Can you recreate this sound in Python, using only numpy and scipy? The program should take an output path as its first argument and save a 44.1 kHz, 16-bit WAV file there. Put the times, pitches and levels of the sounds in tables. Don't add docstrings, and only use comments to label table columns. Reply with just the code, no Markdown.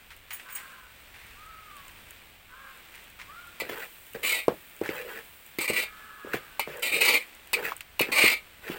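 import sys
import numpy as np
from scipy import signal
from scipy.fft import rfft, irfft
from scipy.io import wavfile

SR = 44100
rng = np.random.default_rng(int(sys.argv[2]) if len(sys.argv) > 2 else 0)


def output_pcm(signal):
    pcm = np.clip(np.atleast_2d(signal).T, -1, 1) * 32767
    wavfile.write(sys.argv[1], SR, np.round(pcm).astype(np.int16))


N = 387198
TIME = np.arange(N) / SR

# start_s, length_s, ring_db, grit_db, pot_drone_db
SCRAPE_STROKES = [(4.227, .16, -26, -32, -43), (5.601, 0.042, -29, -34, -37),
                  (5.676, 0.033, -27.5, -34, -36), (5.731, 0.098, -26, -33.5, -36),
                  (6.82, 0.077, -27.5, -33.5, -41), (6.914, 0.08, -27.5, -34, -30.5),
                  (7.005, 0.16, -20.5, -28.5, -32), (8.116, .21, -20.5, -30.5, -36)]
# start_s, length_s, squelch_db, pot_drone_db
PUSH_STROKES = [(3.629, 0.09, -44, -43), (3.688, .15, -36.5, -45.5), (4.144, 0.011, -39, -37.5),
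                (4.18, 0.041, -54, -48), (4.833, 0.046, -36.5, -45), (4.894, 0.12, -35.5, -38),
                (5.04, .035, -45, -41.5), (5.075, .123, -38.5, -45.5), (6.274, 0.074, -41.5, -44.5),
                (6.33, 0.036, -33.5, -41), (6.666, 0.13, -40, -37.5), (7.551, 0.091, -34, -34),
                (7.636, 0.072, -32, -46), (8.029, 0.076, -40, -45), (8.628, 0.034, -43.5, -46),
                (8.666, 0.1, -35.5, -41)]
# start_s, strike_db, skid_db, skid_time_constant_s
LADLE_LANDINGS = [(3.6, -29, -24.5, .014), (4.232, -27, -28, 0.032), (5.5863, -26, -21, 0.004),
                  (6.595, -17.5, -24.5, 0.017), (7.5317, -17, -15.5, 0.011), (7.9935, -19, -19, 0.0092),
                  (8.0128, -15, -25, 0.02)]
# start_s, level_db, pitch_hz
POT_KNOCKS = [(3.619, -25.5, 465), (3.696, -24.5, 446), (4.15, -29.5, 465), (4.236, -32, 495),
              (4.4812, -5.5, 460), (4.520, -30, 400), (4.814, -16.5, 425), (4.8905, -20.5, 368),
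              (5.586, -23.5, 320), (5.700, -17, 405), (6.247, -31, 408), (6.271, -32, 430),
              (6.3417, -19.5, 386), (6.347, -35, 135), (6.674, -29.5, 507), (8.0068, -16.5, 460),
              (8.011, -28.5, 208), (8.0879, -26.5, 382), (8.2396, -14, 405), (8.699, -22, 343)]
# start_s, level_db, pitch_hz
LADLE_TAPS = [(3.199, -33, 1940), (3.215, -31, 2180), (3.692, -35, 2100), (4.1485, -32, 1650),
              (4.4825, -17, 940), (4.8592, -22.5, 1660), (4.8905, -21, 2170), (6.3354, -19, 1510),
              (6.5945, -22.5, 880), (6.674, -35, 1050), (7.7197, -20, 1130), (7.8072, -27, 2700),
              (7.995, -20.5, 960)]
# start_s, level_db, rattle_time_constant_s
JINGLE_RATTLES = [(.3045, -34, 0.017), (.329, -29, 0.014), (.4995, -35, 0.011), (.523, -30, 0.011),
                  (.5505, -19, 0.0053)]
# pitch_hz, level_db, t60_s
LADLE_MODES = [(1255, -13, .3), (1960, -4, .15), (2137, -2, .17), (2174, -2, .24), (2320, 1, .15),
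               (2374, -2, .19), (2422, -8, .17), (2495, -7, .14), (2588, -5, .17), (2687, -9, .15),
               (2966, -14, .17), (3200, -14, .13), (3381, -18, .11), (3677, -11, .13), (3828, -13, .11),
               (4011, -14, .1), (4054, -13, .12), (4097, -14, .12), (4344, -12, .11), (4450, -14, .09),
               (4705, -17, .11), (5012, -19, .09)]
# pitch_hz, level_db
SMALL_METAL_MODES = [(6718, -16), (8113, -12), (8600, -12), (10360, -11), (12540, -15), (13330, -13),
                     (13760, -12), (15060, -3), (15180, -3)]
# (relative, per Hz)
STEEL_COLOUR = [(300, -13), (700, -11), (1300, -10.5), (1700, -14), (2200, 0), (2700, -1.5), (3400, -11),
                (4300, -6.5), (5400, -20), (8000, -27)]
GRIT_COLOUR = [(3000, 9.5), (5000, -89), (5800, -14), (7000, 1), (8600, 8), (10000, 0), (11800, -4.5),
               (13500, 4.5), (15700, 4)]
DRONE_COLOUR = [(60, -38), (150, -12.5), (280, -15), (400, -2), (470, 4), (570, -3), (700, -20),
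                (1200, -23), (3000, -66)]
SQUELCH_COLOUR = [(400, -17.5), (800, -1), (1300, 5), (2400, 1), (3300, -5), (5500, -19), (8500, -15),
                  (11500, -19), (15500, -6.5)]
SIZZLE_COLOUR = [(150, -1.5), (300, -2), (600, -2.5), (1000, -2), (1600, 0.5), (2400, 3.5), (3500, -2),
                 (5200, -12), (6500, -14.5), (8400, -7.5), (10000, -14.5), (12000, -14.5), (15500, -3.5)]
FIRE_COLOUR = [(20, 1.5), (45, -3.5), (90, -3), (120, -12.5), (200, -19)]
SHUFFLE_COLOUR = [(700, -10.5), (1200, -5), (1900, 3), (2500, 0.5), (3500, -8), (6000, -16.5), (10000, -18)]
# start_s, length_s, time_to_top_s, top_pitch_hz,
# rise_semitones, fall_semitones, level_db, hoarseness (0-1)
CALLS = [(0.428, .47, 0.171, 533, 1.8, 1.8, -47, 0.55), (1.33, .62, .16, 648, 3.2, 5.65, -48.5, 0.16),
         (2.479, 0.32, 0.14, 541.4, 2.4, 1.2, -44, 0.46), (3.272, .24, 0.14, 718, 5.5, 1.0, -43, 0.15),
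         (5.68, 0.98, .38, 428.5, 1.35, 3.0, -47, 0.52)]
# frequency_hz, level_db
THROAT_COLOUR = [(300, -34), (550, -21), (820, -18), (1030, -3), (1300, 0), (1700, -1), (1980, -20),
                 (2800, -27), (5000, -50)]
# start_s, level_db
LOUD_SPITS = [(3.8514, -41), (4.134, -38), (5.4745, -47), (6.7706, -36), (6.7955, -40), (7.7658, -33),
              (7.779, -43), (7.8077, -33)]
# start_s, level_db, time_constant_s
SHUFFLE_BURSTS = [(0.105, -45, 0.031), (0.306, -37.5, 0.036), (0.396, -46.5, 0.025), (0.487, -46, 0.05),
                  (0.56, -42, 0.05), (1.14, -51, 0.37), (2.94, -48, 0.067), (3.19, -45.5, 0.051)]
# time_s, level_db
FIRE_DRAUGHT = [(0.0, -65), (1.96, -61), (2.79, -64.5), (2.98, -64.5), (6.26, -68.5), (8.78, -59.5)]

SCRAPE_ATTACK_S, SCRAPE_RELEASE_S, SCRAPE_SWELL_DB, GRIT_SAG_DB = 0.0029, 0.023, 3.5, 1
PUSH_ATTACK_S, PUSH_RELEASE_S, PUSH_SWELL_DB, DRONE_SAG_DB = 0.0033, 0.018, 1.5, 1
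SETTLE_FOLLOWS = 0.71
FLARE_DB, FLARE_RISE_S, FLARE_FADE_S, COATING_DB_PER_S = -51.5, 0.085, 0.85, 4
CALL_SWELL_DB, CALL_FADE_DB = 4.0, 11.0
CUTOFF_HZ = 15900


def amp(db):
    return 10 ** (np.asarray(db) / 20)


def rms_one(x):
    return x / np.sqrt(np.mean(x ** 2) + 1e-20)


def energy_one(x):
    return x / np.sqrt(np.sum(x ** 2))


def through(x, response):
    return signal.oaconvolve(x, response)[:len(x)]


def body(spectrum, size=4096):
    hz, db = np.transpose(spectrum)
    knots = np.log2(hz)
    octave = np.log2(np.maximum(np.fft.rfftfreq(size, 1 / SR), 1))
    outside = np.abs(octave - np.clip(octave, knots[0], knots[-1]))
    cepstrum = irfft(np.log(amp(np.interp(octave, knots, db) - 20 * outside)))
    return energy_one(irfft(np.exp(rfft(2 * cepstrum[:size // 2], size))))


def highpass(x, hz):
    return signal.sosfilt(signal.butter(2, hz, "high", fs=SR, output="sos"), x)


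def drift(rate):
    knots = rng.standard_normal(int(TIME[-1] * rate * 2) + 2)
    return rms_one(np.interp(TIME * rate * 2, np.arange(len(knots)), knots))


def grains(per_s, spread_db):
    sizes = amp(spread_db * np.minimum(rng.exponential(1, N), 4))
    signs = rng.choice([-1, 1], N)
    return rms_one(sizes * signs * (rng.random(N) < per_s / SR))


def bursts(rows):
    force = np.zeros(N)
    for s, db, fade in rows:
        start = int(s * SR)
        t = TIME[:min(SR, N - start)]
        force[start:start + len(t)] += amp(db) * np.exp(-np.minimum(t / fade, 20))
    return force


def strokes(rows, attack_s, release_s, swell_db, sag_db):
    gain = np.zeros(N)
    for s, length, db in rows:
        start = int(s * SR)
        t = TIME[:min(SR, N - start)]
        along = np.minimum(t / length, 1) - 0.5
        hold = amp(db - swell_db * (2 * along) ** 2 - sag_db * along)
        release = np.exp(-np.clip((t - length) / release_s, 0, 20))
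        gain[start:start + len(t)] += hold * np.minimum(t / attack_s, 1) * release
    return gain


def scraping(axis, sag_db=0.0):
    rows = [(row[0], row[1], row[axis]) for row in SCRAPE_STROKES]
    return strokes(rows, SCRAPE_ATTACK_S, SCRAPE_RELEASE_S, SCRAPE_SWELL_DB, sag_db)


def pushing(axis, sag_db=0.0):
    rows = [(row[0], row[1], row[axis]) for row in PUSH_STROKES]
    return strokes(rows, PUSH_ATTACK_S, PUSH_RELEASE_S, PUSH_SWELL_DB, sag_db)


def tail(t60):
    t = TIME[:int(t60 * SR) + 2]
    return energy_one(rng.standard_normal(len(t)) * amp(-60 * t / t60))


def ringing(modes, t60):
    t = TIME[:SR // 2]
    tones = sum((-1) ** k * amp(db) * np.sin(2 * np.pi * hz * t) for k, (hz, db) in enumerate(modes))
    return energy_one(amp(-60 * t / t60) * tones)


def ring(force, hz, t60):
    r, w = amp(-60 / (t60 * SR)), 2 * np.pi * hz / SR
    gain = np.sqrt(2 * (1 - r * r)) * np.sin(w)
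    return signal.lfilter([gain], [1, -2 * r * np.cos(w), r * r], force + 1e-18)


def travelling(x, t60, rate):
    turn = 2 * np.pi * rate * TIME
    return through(x * np.cos(turn), tail(t60)) + through(x * np.sin(turn), tail(t60))


def flaring():
    power = np.zeros(N)
    first_push_s = PUSH_STROKES[0][0]
    for s, *_ in PUSH_STROKES:
        age = np.maximum(TIME - s, 0)
        flare = (1 - np.exp(-age / FLARE_RISE_S)) * np.exp(-age / FLARE_FADE_S)
        power += (amp(FLARE_DB - COATING_DB_PER_S * (s - first_push_s)) * flare) ** 2
    return np.sqrt(power)


def frying(simmer_db=-52.0, fire_db=2.0, spit_hz=9000):
    sizzle = body(SIZZLE_COLOUR)
    simmer = through(grains(per_s=23000, spread_db=4.5), sizzle) * amp(1.07 * drift(3.5))
    spit = through(grains(per_s=6400, spread_db=3.0), sizzle)
    spit = rms_one(highpass(spit, spit_hz))
    flutter = through(rng.standard_normal(N), body(FIRE_COLOUR)) * amp(1.8 * drift(2.3))
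    fire = flutter * amp(np.interp(TIME, *np.transpose(FIRE_DRAUGHT)))
    return amp(simmer_db) * simmer + spit * flaring() + amp(fire_db) * fire


def spitting(level_db=1.5, spit_s=0.0018, pops_per_s=4.0, pop_db=-47.0, pop_spread_db=3.5):
    born = rng.random(N) < pops_per_s / SR
    sizes_db = pop_db + pop_spread_db * rng.standard_normal(N)
    drops = [*LOUD_SPITS, *zip(TIME[born], sizes_db[born])]
    force = rng.standard_normal(N) * bursts([(s, db, spit_s) for s, db in drops])
    return amp(level_db) * through(force, body(GRIT_COLOUR))


def shuffling():
    friction = grains(per_s=6000, spread_db=-5.0) * bursts(SHUFFLE_BURSTS)
    return through(friction, body(SHUFFLE_COLOUR))


def jingle(level_db=-6.0, clatter_db=-10.0):
    chatter = grains(per_s=5600, spread_db=2.2) * bursts(JINGLE_RATTLES)
    chime = through(chatter, ringing(SMALL_METAL_MODES, t60=0.11))
    clatter = through(chatter, body(GRIT_COLOUR))
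    clatter = clatter + through(clatter, tail(t60=0.54))
    return amp(level_db) * (chime + amp(clatter_db) * clatter)


def birds(level_db=-4.5, echo_db=-3.5, jitter=0.0106, waver_db=2.5, rasp=1.83):
    out, throat = np.zeros(N), body(THROAT_COLOUR)
    for s, length, top_s, top_hz, rise, fall, db, hoarse in CALLS:
        on = (TIME > s) & (TIME < s + length)
        t = TIME[on] - s
        before = np.maximum(1 - t / top_s, 0) ** 2
        after = np.maximum((t - top_s) / (length - top_s), 0) ** 2
        hz = top_hz * 2 ** (-(rise * before + fall * after) / 12)
        phase = 2 * np.pi * np.cumsum(hz * (1 + jitter * drift(40)[on])) / SR
        others = 2 * np.sin(phase) + np.sin(3 * phase) + np.sin(4 * phase)
        voice = rms_one(through(np.sin(2 * phase) + 2 * hoarse * others, throat))
        air = rms_one(through(through(rng.standard_normal(on.sum()), throat), throat))
        swell_db = db - CALL_SWELL_DB * before - CALL_FADE_DB * after + waver_db * drift(13)[on]
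        swell = amp(swell_db) * signal.windows.tukey(on.sum(), 0.2)
        out[on] += rms_one(voice + rasp * hoarse * air) * swell
    echo = through(out, tail(t60=0.6))
    return amp(level_db) * (out + amp(echo_db) * echo)


def blows(rows, cycles, crack_db, settle_db, settle_s, weight_db):
    out, t = np.zeros(N), TIME[:SR // 4]
    for s, db, hz in rows:
        age = t * hz / cycles
        swing = np.sin(2 * np.pi * hz * t) * age ** 2 * np.exp(2 - 2 * age)
        white = rng.standard_normal((2, len(t)))
        crack = amp(crack_db) * white[0] * np.exp(-t / 0.002)
        colour = [(hz / 6, weight_db), (hz / 2, -3), (hz, 0), (2 * hz, -10), (8 * hz, -28)]
        settling = through(white[1], body(colour)) * np.exp(-t / settle_s)
        blow = amp(db) * (swing + crack) + amp(settle_db + SETTLE_FOLLOWS * db) * settling
        start = int(s * SR)
        out[start:start + len(t)] += blow[:N - start]
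    return out


def taps():
    return blows(LADLE_TAPS, cycles=1.5, crack_db=-32.0,
                 settle_db=-20.5, settle_s=0.0098, weight_db=-20.0)


def ladle(modes_db=-10.0, grip=0.82, steel_db=-4.5, grit_db=-0.5, skid_grit_db=-10.5,
          strike_db=-8.0, strike_s=0.0032, tick_hz=11000, judder_db=2.5, wander_db=5.0):
    slips = grains(per_s=5000, spread_db=1.5) * rms_one(amp(judder_db * drift(70)))
    strike = rng.standard_normal(N) * bursts([(s, db, strike_s) for s, db, _, _ in LADLE_LANDINGS])
    tick = highpass(strike, tick_hz)
    skid_force = bursts([(s, db, fade) for s, _, db, fade in LADLE_LANDINGS])
    skid = grains(per_s=7000, spread_db=1.4) * skid_force
    force = slips * scraping(axis=2) + skid + 0.5 * strike
    weights = amp(np.array(LADLE_MODES)[:, 1:2])
    shares = weights * np.array([amp(wander_db * np.tanh(drift(10))) for _ in LADLE_MODES])
    shares *= np.sqrt(np.sum(weights ** 2) / np.sum(shares ** 2, axis=0))
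    clear = sum((-1) ** k * ring(force * shares[k], hz, t60 * grip)
                for k, (hz, _, t60) in enumerate(LADLE_MODES))
    dense = through(force, body(STEEL_COLOUR))
    dense = 0.38 * dense + 1.07 * travelling(dense, t60=0.042, rate=2.0)
    grit_force = slips * scraping(axis=3, sag_db=GRIT_SAG_DB) + skid * amp(skid_grit_db)
    grit = through(grit_force, body(GRIT_COLOUR))
    grit = 0.4 * grit + 0.99 * travelling(grit, t60=0.043, rate=1.6)
    metal = amp(modes_db) * clear + amp(steel_db) * dense + amp(grit_db) * grit
    return metal + amp(strike_db) * strike + tick


def knocks():
    return blows(POT_KNOCKS, cycles=0.81, crack_db=-24.0,
                 settle_db=-20.5, settle_s=0.025, weight_db=-8.5)


def stirring(squelch_db=-2.5, push_db=-2.0, scrape_db=-5.5, clump_db=1.0):
    clumps = rms_one(amp(clump_db * drift(60)))
    crackle = grains(per_s=1400, spread_db=2.5) * clumps * pushing(axis=2)
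    wet = through(crackle, body(SQUELCH_COLOUR))
    wet = 0.35 * wet + 0.82 * travelling(wet, t60=0.021, rate=6.0)
    drag = amp(push_db) * pushing(axis=3, sag_db=DRONE_SAG_DB) + amp(scrape_db) * scraping(axis=4)
    rub = grains(per_s=2500, spread_db=1.0) * np.sqrt(clumps) * drag
    drone = through(rub, body(DRONE_COLOUR))
    drone = 0.67 * drone + 0.5 * travelling(drone, t60=0.07, rate=2.8)
    return amp(squelch_db) * wet + drone


def scene():
    pot = taps() + ladle() + knocks() + stirring()
    surroundings = shuffling() + jingle() + birds()
    return (frying() + spitting() + surroundings + pot)[None]


def record(dry):
    lowpass = signal.ellip(10, 0.1, 70, CUTOFF_HZ, fs=SR, output="sos")
    return signal.sosfilt(lowpass, dry)


dry = scene()
out = record(dry)
output_pcm(out)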